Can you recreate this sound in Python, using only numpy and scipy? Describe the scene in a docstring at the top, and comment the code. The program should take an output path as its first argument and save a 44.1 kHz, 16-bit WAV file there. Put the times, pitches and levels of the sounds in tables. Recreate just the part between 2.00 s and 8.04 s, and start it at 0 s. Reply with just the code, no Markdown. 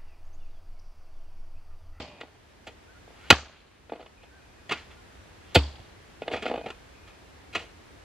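"""Digging in woodland soil

A two-handled steel digging tool is rammed into soil, levered and emptied, some metres from two microphones.
Bursts of noise ring the steel blades as soil crunches; small slips make the wooden handles knock and creak.
Gliding tones make faint chirps and a hum, narrow noise makes a rasp, and the ground booms softly.
Trees return a short wash of shaped noise; quiet air noise, a far rumble and a thin whine lie underneath.
Gain control turns everything down after the hardest blows, then lets it creep back."""
import sys
import numpy as np
from scipy import signal
from scipy.fft import rfft, irfft
from scipy.io import wavfile
from scipy.ndimage import uniform_filter1d

SR = 44100
rng = np.random.default_rng(int(sys.argv[2]) if len(sys.argv) > 2 else 0)


def dump(signal):
    """Clip the signal to [-1, 1] and save it as 16-bit WAV at the path in sys.argv[1]."""
    limited = np.clip(np.atleast_2d(signal).T, -1, 1)
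    pcm = np.round(limited * 32767).astype(np.int16)
    wavfile.write(sys.argv[1], SR, pcm)


N = 266364  # length in samples

# All levels are those before the echo and gain control. Times below 0 start before the sound is heard.
# Soil against the blades: (t/s, level/dB, 60 dB fall time/s, handles against grit/dB, tilt/dB per octave)
DIG_EVENTS = [(-.07, -8.5, 0.11, 3, 0), (0.202, -46, 0.091, -22, -2.5), (.666, -37.5, 0.087, 0.5, 3),
              (1.3022, 0, 0.02, -6, 4), (1.3063, 0, 0.022, -7.5, 3), (1.325, -21, 0.023, 3, -7),
              (2.228, -54.5, .08, 6.5, 1), (2.692, -32.5, 0.05, -2.5, 0), (2.707, -30, 0.11, -14.5, -4),
              (2.718, -23.5, 0.052, -14, 1), (2.758, -50.5, 0.26, -23, -1.5),
              (2.901, -55.5, 0.15, -17.5, -0.5), (3.545, -18.5, 0.081, -5, 9), (3.549, -22.5, .03, -14, 4),
              (3.553, -10, 0.044, 2, 4.5), (3.79, -61, 0.044, 12.5, 2), (4.312, -40, 0.23, 2, 0.5),
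              (4.359, -42.5, 0.098, -8, -4), (4.42, -38, 0.089, 3, -2), (4.474, -40.5, 0.091, 4, -1),
              (4.657, -45.5, 0.076, 15.5, -5), (4.684, -47.5, 0.048, -4, -1.5),
              (4.702, -39.5, 0.031, -1, -3.5), (5.07, -57.5, 0.13, -3.5, -1.5),
              (5.526, -45.5, 0.13, -5.5, 3), (5.547, -26, 0.096, -5, -0.5), (5.582, -46, 0.22, 0, .6)]
# Leaves and loose soil rustle louder as the tool comes down for a hard blow: (t/s, level/dB)
RUSTLE_EVENTS = [(1.12, -57), (3.37, -62)]
# The handles slip on the hinge bolt with a knock: (t/s, peak of the handles/dB, blades against handles/dB)
KNOCK_EVENTS = [(.211, -27.5, 1), (.233, -28, -12), (1.077, -40.5, -14), (1.104, -41, -15),
                (1.895, -30.5, -5), (1.92, -15.5, -17.5), (1.933, -22.5, -11.5), (1.952, -33, -11),
                (1.958, -31, -7), (1.997, -33, -14), (2.004, -32, -8), (2.012, -33.5, -6), (2.026, -37, -1),
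                (2.061, -38, 2), (3.152, -49.5, 1.1), (4.219, -22.5, -10.5), (4.231, -38, 0),
                (4.279, -19, -3.5), (4.315, -23, -4), (4.335, -20.5, -1), (4.343, -21.5, -4),
                (4.357, -22.5, -15), (4.371, -29, -13), (4.455, -19.5, -5.5), (4.463, -18.5, -2),
                (4.499, -24.5, -13), (4.513, -16, -14), (4.525, -28, -14), (4.538, -23, -5),
                (4.542, -20.5, -28), (4.558, -26, -6.5), (4.576, -23.5, -15)]
# Loaded handles creak in small uneven slips: (t/s, length/s, level before the swell lowers it/dB)
CREAK_EVENTS = [(-.08, .17, -36), (.16, 0.15, -44.5), (1.956, 0.096, -39.5), (4.243, 0.138, -34),
                (4.408, 0.22, -32), (4.54, 0.17, -35)]
# A faint narrow rasp: (t/s, length/s, level before the swell lowers it/dB)
RASP_EVENTS = [(.04, 0.17, -54), (2.163, 0.13, -61.5), (2.351, 0.37, -68), (4.34, .09, -51),
               (4.52, 0.24, -55.5), (4.931, 0.26, -64), (5.527, .025, -48)]
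# Faint chirps, from the hinge or a far bird:
# (t/s, length/s, first f/Hz, last f/Hz, extra f midway/Hz, level before the swell lowers it/dB)
CHIRP_EVENTS = [(.872, .058, 1330, 1520, 90, -55), (.943, .047, 1400, 1433, 0, -53),
                (1.215, .068, 1270, 1640, 30, -53), (2.3, .12, 1330, 1310, 270, -55),
                (2.57, .05, 1618, 1670, 0, -62), (2.965, .035, 1440, 1400, 0, -57)]
# A handle hums on after the blow just gone: one row with the same columns as the chirps
HANDLE_HUM = (-.04, .23, 630, 575, 0, -47)
# The ground booms just after the blades stop: (t/s, peak/dB)
THUD_EVENTS = [(-.06, -23), (1.311, -18), (2.726, -53), (3.561, -10.5), (3.794, -43), (4.33, -37),
               (5.56, -43)]

# Ringing tones, with levels relative to each other: (f/Hz, level/dB, 60 dB fall time/s)
BLADE_MODES = [(1114, -9.5, 0.027), (1217, -8.5, 0.034), (1429, -5.5, 0.03), (1685, -5, 0.013),
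               (1958, -12, 0.052), (2102, -7.5, 0.025), (2460, -6, 0.019), (2527, -7.5, 0.046),
               (2916, -6, .025), (3126, -10, 0.04), (3505, -9.5, 0.031), (3830, -6.5, 0.0095),
               (4384, -16.5, 0.027), (4540, -14.5, 0.029), (5348, -23.5, 0.0053)]  # steel blades, damped by soil
HANDLE_MODES = [(243, -7, 0.04), (306, -5.5, 0.033), (462, 0.5, 0.037), (654, 3, 0.026), (824, 2, 0.016)]  # wooden handles, before the grip or a slip shifts their pitch
GROUND_MODES = [(71.3, -10, 0.37), (93.5, 2.5, 0.051), (182, -10, 0.091), (284, -15, 0.2)]  # packed earth under the blow
RASP_MODES = [(2470, 0, 0.042), (2540, -6, .02)]  # the two narrow tones in the rasp

# Colour of bare soil noise, relative: (f/Hz, level/dB)
SOIL_COLOUR = [(100, -24), (300, -4.5), (700, -7), (1500, -1.5), (3000, 3.5), (4600, -10.5), (5600, -14.5),
               (7200, -14), (10000, -29), (15800, -32.5)]
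# How long the trunks keep sound alive: (f/Hz, near 60 dB fall time/s, far 60 dB fall time/s)
WOODS_FALL = [(101.07, 0.89, .9), (400, 0.19, 0.92), (1500, .3, 1), (4000, 0.28, 1), (7000, 0.55, 0.31),
              (12000, .15, .3)]
# Share the woods send back: (f/Hz, level/dB)
WOODS_RETURN = [(150, -17), (700, -14.5), (3000, -15.5), (5500, -7), (8000, -13), (12000, -21)]
# Left-right likeness of the woods: (f/Hz, likeness from -1 to 1)
WOODS_LIKENESS = [(300, 1), (1500, 0.99), (5000, .2)]
# Colour of the quiet air and far rumble, relative: (f/Hz, level/dB)
AIR_COLOUR = [(12, -56), (20, -22), (58, 1), (126, -14.5), (386, -13.5), (554, -17), (674, -17.5),
              (1430, -21.5), (1600, -20), (2430, -24), (13400, -40.5), (15800, -69.5)]
# Left-right likeness of the air: (f/Hz, likeness from -1 to 1)
AIR_LIKENESS = [(60, 1), (240, 0.1), (950, -0.012), (3770, 0.27), (15000, -0.94)]
# Left against right for the tool: (f/Hz, level/dB)
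TOOL_SHADE = [(60, 1), (240, 1.5), (950, -1), (3770, 0), (15000, -2)]

LEAD = SR // 5  # samples mixed before the sound is heard
SCATTER_DB = 1.5  # spread of the ringing levels from blow to blow
RISE_SHARE = .07  # rise time of a crunch as a share of its fall time
RUSTLE_SHAPE = (.185, .05, -8.5, -1)  # rise/s, 60 dB fall time/s, handles/dB, tilt/dB per octave
AIR_LEVEL_DB, WHINE_HZ, WHINE_DB = -51, 13001, -91  # both levels are rms


def dig(level_db, rise, t60, handles_db, tilt_db):
    """Grit breaks in a burst of uneven grains that shake blades and handles."""
    t = np.arange(SR // 3) / SR
    fall = amp(-60 * np.maximum(t - rise, 0) / t60)
    shape = np.minimum(t / max(rise, 1e-4), 1) * fall
    grains_db = 1.8 * uniform_filter1d(rng.exponential(1, len(t)), size=12)
    grit = shape * rng.standard_normal(len(t)) * amp(grains_db)
    grit *= np.linalg.norm(shape) / np.linalg.norm(grit)
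    # dull crunches are more soil than steel; harder contact rings more steel
    bare_db = 1 - 1.15 * tilt_db - 0.11 * (level_db + 38.5)
    steel = tilted(crunched(grit, bare_db), tilt_db)
    # harder blows clamp the handles in the grip and raise their ring
    pitch = 1 + 0.0032 * max(level_db + 28, 0)
    wood = signal.fftconvolve(grit, ring(HANDLE_MODES, pitch, SCATTER_DB))[:len(t)]
    wood *= np.linalg.norm(shape) / np.linalg.norm(wood)
    return amp(level_db) * (steel + amp(handles_db) * wood)


def crunched(grit, bare_db):
    """Grit heard through the blades and straight off the soil, each part scaled by the grit's energy."""
    bare = coloured(grit, lambda hz: read(SOIL_COLOUR, hz))
    steel = signal.fftconvolve(grit, ring(BLADE_MODES, scatter_db=SCATTER_DB))[:len(grit)]
    both = steel / np.linalg.norm(steel) + amp(bare_db) * bare / np.linalg.norm(bare)
    return both * np.linalg.norm(grit)


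def knock(peak_db, blades_db):
    """One slip: a short jolt rings the handles, a scratch of a few milliseconds rings the blades."""
    pitch = 1 + .05 * rng.uniform(-0.93, 1)  # the ring varies from slip to slip
    wood = ring(HANDLE_MODES, pitch, SCATTER_DB, rise=0.00068)
    t = np.arange(len(wood)) / SR
    scratch = rng.standard_normal(len(t)) * amp(-60 * t / 0.026)
    steel = tilted(crunched(scratch, bare_db=-7.5), -2)  # the scratch is dull
    return amp(peak_db) * (wood / abs(wood).max() + amp(blades_db) * steel / abs(steel).max())


def creak(length, level_db, slips_per_s=400, blades_db=-12):
    """A stream of small slips of uneven size and spacing rings handles and blades."""
    t, gain = arch(length, level_db, swell_db=-12)
    slips = (rng.random(len(t)) < slips_per_s / SR) * rng.standard_normal(len(t))
    body = ring(HANDLE_MODES, rise=0.00073) + amp(blades_db) * ring(BLADE_MODES)
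    return evened(signal.fftconvolve(slips, body)[:len(t)]) * gain


def rasp(length, level_db):
    """Noise in a narrow pair of resonances."""
    t, gain = arch(length, level_db, swell_db=-1.5)
    noise = rng.standard_normal(len(t))
    return evened(signal.fftconvolve(noise, ring(RASP_MODES))[:len(t)]) * gain


def chirp_or_hum(length, first_hz, last_hz, bow_hz, level_db):
    """A thin, slightly unsteady tone glides from first to last pitch, with an optional upward bow midway."""
    t, gain = arch(length, level_db, swell_db=-7)
    waver = 1 + .15 * uniform_filter1d(rng.standard_normal(len(t)), size=150)
    glide = first_hz + (last_hz - first_hz) * t / length
    hz = glide + bow_hz * np.sin(np.pi * t / length)
    return np.sqrt(2) * np.sin(2 * np.pi * np.cumsum(hz * waver) / SR) * gain


def thud(peak_db):
    """A soft push of a few milliseconds rings the earth."""
    push = np.hanning(round(0.0035 * SR))
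    boom = signal.fftconvolve(push, ring(GROUND_MODES, rise=0.0033))
    fade_out = signal.windows.tukey(2 * len(boom), .3)[len(boom):]
    return amp(peak_db) * boom / abs(boom).max() * fade_out


def ring(modes, factor=1, scatter_db=0, rise=0.00032):
    """A struck body rings as a sum of fading tones of alternating sign, with energy 1; scatter varies levels."""
    t = np.arange(SR // 4) / SR
    share = amp(scatter_db * rng.standard_normal(len(modes))) * (-1) ** np.arange(len(modes))
    out = np.zeros(len(t))
    for g, (hz, db, t60) in zip(share, modes):
        out += g * amp(db - 60 * t / t60) * np.sin(2 * np.pi * hz * factor * t)
    out *= 1 - np.exp(-t / rise)
    return out / np.linalg.norm(out)


def woods(x, build=0.0034, far_db=-9, grain_db=3.0):
    """Countless trunks return a smeared wash: the power of each band lingers, the fine pattern is new noise."""
    hz, t, z = signal.stft(x, SR, nperseg=512, noverlap=384)
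    power = uniform_filter1d(abs(z) ** 2, size=9, axis=0).clip(0)
    # the wash starts two frames late and builds up over a few milliseconds
    lag = np.exp(-t[1] / build)
    power = signal.lfilter([0, 0, 1], [1, -lag], power) * (1 - lag)
    # -120 because amp() is used here on power; column 1 is near, column 2 far
    fall_times = [read([(row[0], row[k]) for row in WOODS_FALL], hz) for k in (1, 2)]
    keep = amp([-120 * t[1] / t60 for t60 in fall_times])
    held = np.zeros((2, *power.shape))
    for k in range(1, len(t)):
        held[..., k] = keep * held[..., k - 1] + (1 - keep) * power[:, k]
    # single thick trunks stand out as brief wide-band lumps
    lumps = rng.standard_normal((len(t), len(hz)))
    lumps = evened(uniform_filter1d(lumps, size=40, axis=1)).T
    size = np.sqrt(held[0] + amp(2 * far_db) * held[1])
    size *= amp(read(WOODS_RETURN, hz)[:, None] + grain_db * lumps)
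    wash = pair(power.shape, hz, WOODS_LIKENESS) * size
    return signal.istft(wash, nperseg=512, noverlap=384)[1][:, :len(x)]


def air():
    """Soft outdoor noise with drifting patches, and a faint steady electronic whine."""
    frames, hz = N // 512 + 5, np.fft.rfftfreq(2048, 1 / SR)
    patches = rng.standard_normal((frames, len(hz))).T
    patches = uniform_filter1d(patches, size=20, axis=0)  # across frequency
    patches = evened(uniform_filter1d(patches, size=8, axis=1))  # across time
    z = pair(patches.shape, hz, AIR_LIKENESS) * amp(read(AIR_COLOUR, hz)[:, None] + 0.37 * patches)
    noise = signal.istft(z, nperseg=2048, noverlap=1536)[1][:, :N]
    whine = amp(WHINE_DB) * np.sqrt(2) * np.sin(2 * np.pi * WHINE_HZ * np.arange(N) / SR)
    return amp(AIR_LEVEL_DB) * evened(noise) + whine


def pair(shape, hz, likeness):
    """Random short-time spectra for two microphones, alike by the given table."""
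    a, b, c, d = rng.standard_normal((shape[1], shape[0], 4)).T
    same = np.clip(read(likeness, hz), -1, 1)[:, None]
    left = a + 1j * b
    right = same * left + np.sqrt(1 - same ** 2) * (c + 1j * d)
    return np.array([left, right])


def arch(length, level_db, swell_db):
    """Time axis and a gain that swells midway and sinks again; swell_db is start and end against the middle."""
    t = np.arange(0, length, 1 / SR)
    # the middle lies half of swell_db under level_db; the window also fades both ends to silence
    curve_db = level_db + swell_db * (1.5 - np.sin(np.pi * t / length))
    return t, amp(curve_db) * signal.windows.tukey(len(t), .2)


def tilted(x, db_per_octave):
    """Tilts the tone brighter or duller around 2600 Hz, flattening out in the bass."""
    return coloured(x, lambda hz: db_per_octave * np.log2((hz + 200) / 2800))


def coloured(x, gain_db):
    """Filters x by a gain in dB given as a function of frequency."""
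    hz = np.fft.rfftfreq(2 * len(x), 1 / SR)
    return irfft(rfft(x, 2 * len(x)) * amp(gain_db(hz)))[:len(x)]


def read(points, hz):
    """Reads a table between its points on a log-frequency axis."""
    f, value = np.transpose(points)
    return np.interp(np.log(hz + 1), np.log(f + 1), value)


def amp(db):
    """Decibels to gain."""
    return 10 ** (np.asarray(db) / 20)


def evened(x):
    """Scales to rms 1."""
    return x / np.sqrt(np.mean(x ** 2) + 1e-20)


def add(mix, s, sound):
    """Mixes a sound in at time s; the mix starts LEAD samples early."""
    part = mix[LEAD + round(s * SR):][:len(sound)]
    part += sound[:len(part)]


def scene():
    """The tool stands a little right of centre: the left hears it one sample later and differently coloured."""
    tool, earth = np.zeros((2, N + LEAD))
    for s, level_db, t60, handles_db, tilt_db in DIG_EVENTS:
        add(tool, s, dig(level_db, RISE_SHARE * t60, t60, handles_db, tilt_db))
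    for s, level_db in RUSTLE_EVENTS:
        add(tool, s, dig(level_db, *RUSTLE_SHAPE))
    tones = [*CHIRP_EVENTS, HANDLE_HUM]
    sources = ((knock, KNOCK_EVENTS), (creak, CREAK_EVENTS), (chirp_or_hum, tones), (rasp, RASP_EVENTS))
    for source, rows in sources:
        for s, *row in rows:
            add(tool, s, source(*row))
    for s, peak_db in THUD_EVENTS:
        add(earth, s, thud(peak_db))
    left = np.roll(coloured(tool, lambda hz: read(TOOL_SHADE, hz)), shift=1)
    direct = np.array([left, tool])
    return (direct + woods(tool) + earth)[:, LEAD:] + air()


def record(dry, start_db=6.5, knee_db=-11, recover_db=5.5):
    """Gain control falls after loud blows (one has just passed) and creeps back; overload clips; band limit."""
    power = uniform_filter1d((dry ** 2).mean(0), size=400)
    power_db = 10 * np.log10(abs(power) + 1e-12)
    back = np.arange(N) * recover_db / SR  # recovery in dB, recover_db each second
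    wanted_db = np.maximum(1.07 * (power_db - knee_db), start_db * (back == 0))
    over_db = np.maximum.accumulate(wanted_db + back) - back
    lag = np.exp(-1 / (0.07 * SR))  # the gain follows with a lag of 0.07 s
    cut_db = signal.lfilter([1 - lag], [1, -lag], np.maximum(over_db, 0), zi=[start_db * lag])[0]
    # the microphone drops deep bass
    trimmed = signal.sosfilt(signal.butter(2, 45, "high", fs=SR, output="sos"), dry)
    clipped = np.clip(trimmed / amp(cut_db), -.97, .97)
    low_pass = signal.firwin(511, 15800, window=("kaiser", 9), fs=SR)
    return signal.oaconvolve(clipped, low_pass[None], "same")


dry = scene()
out = record(dry)
dump(out)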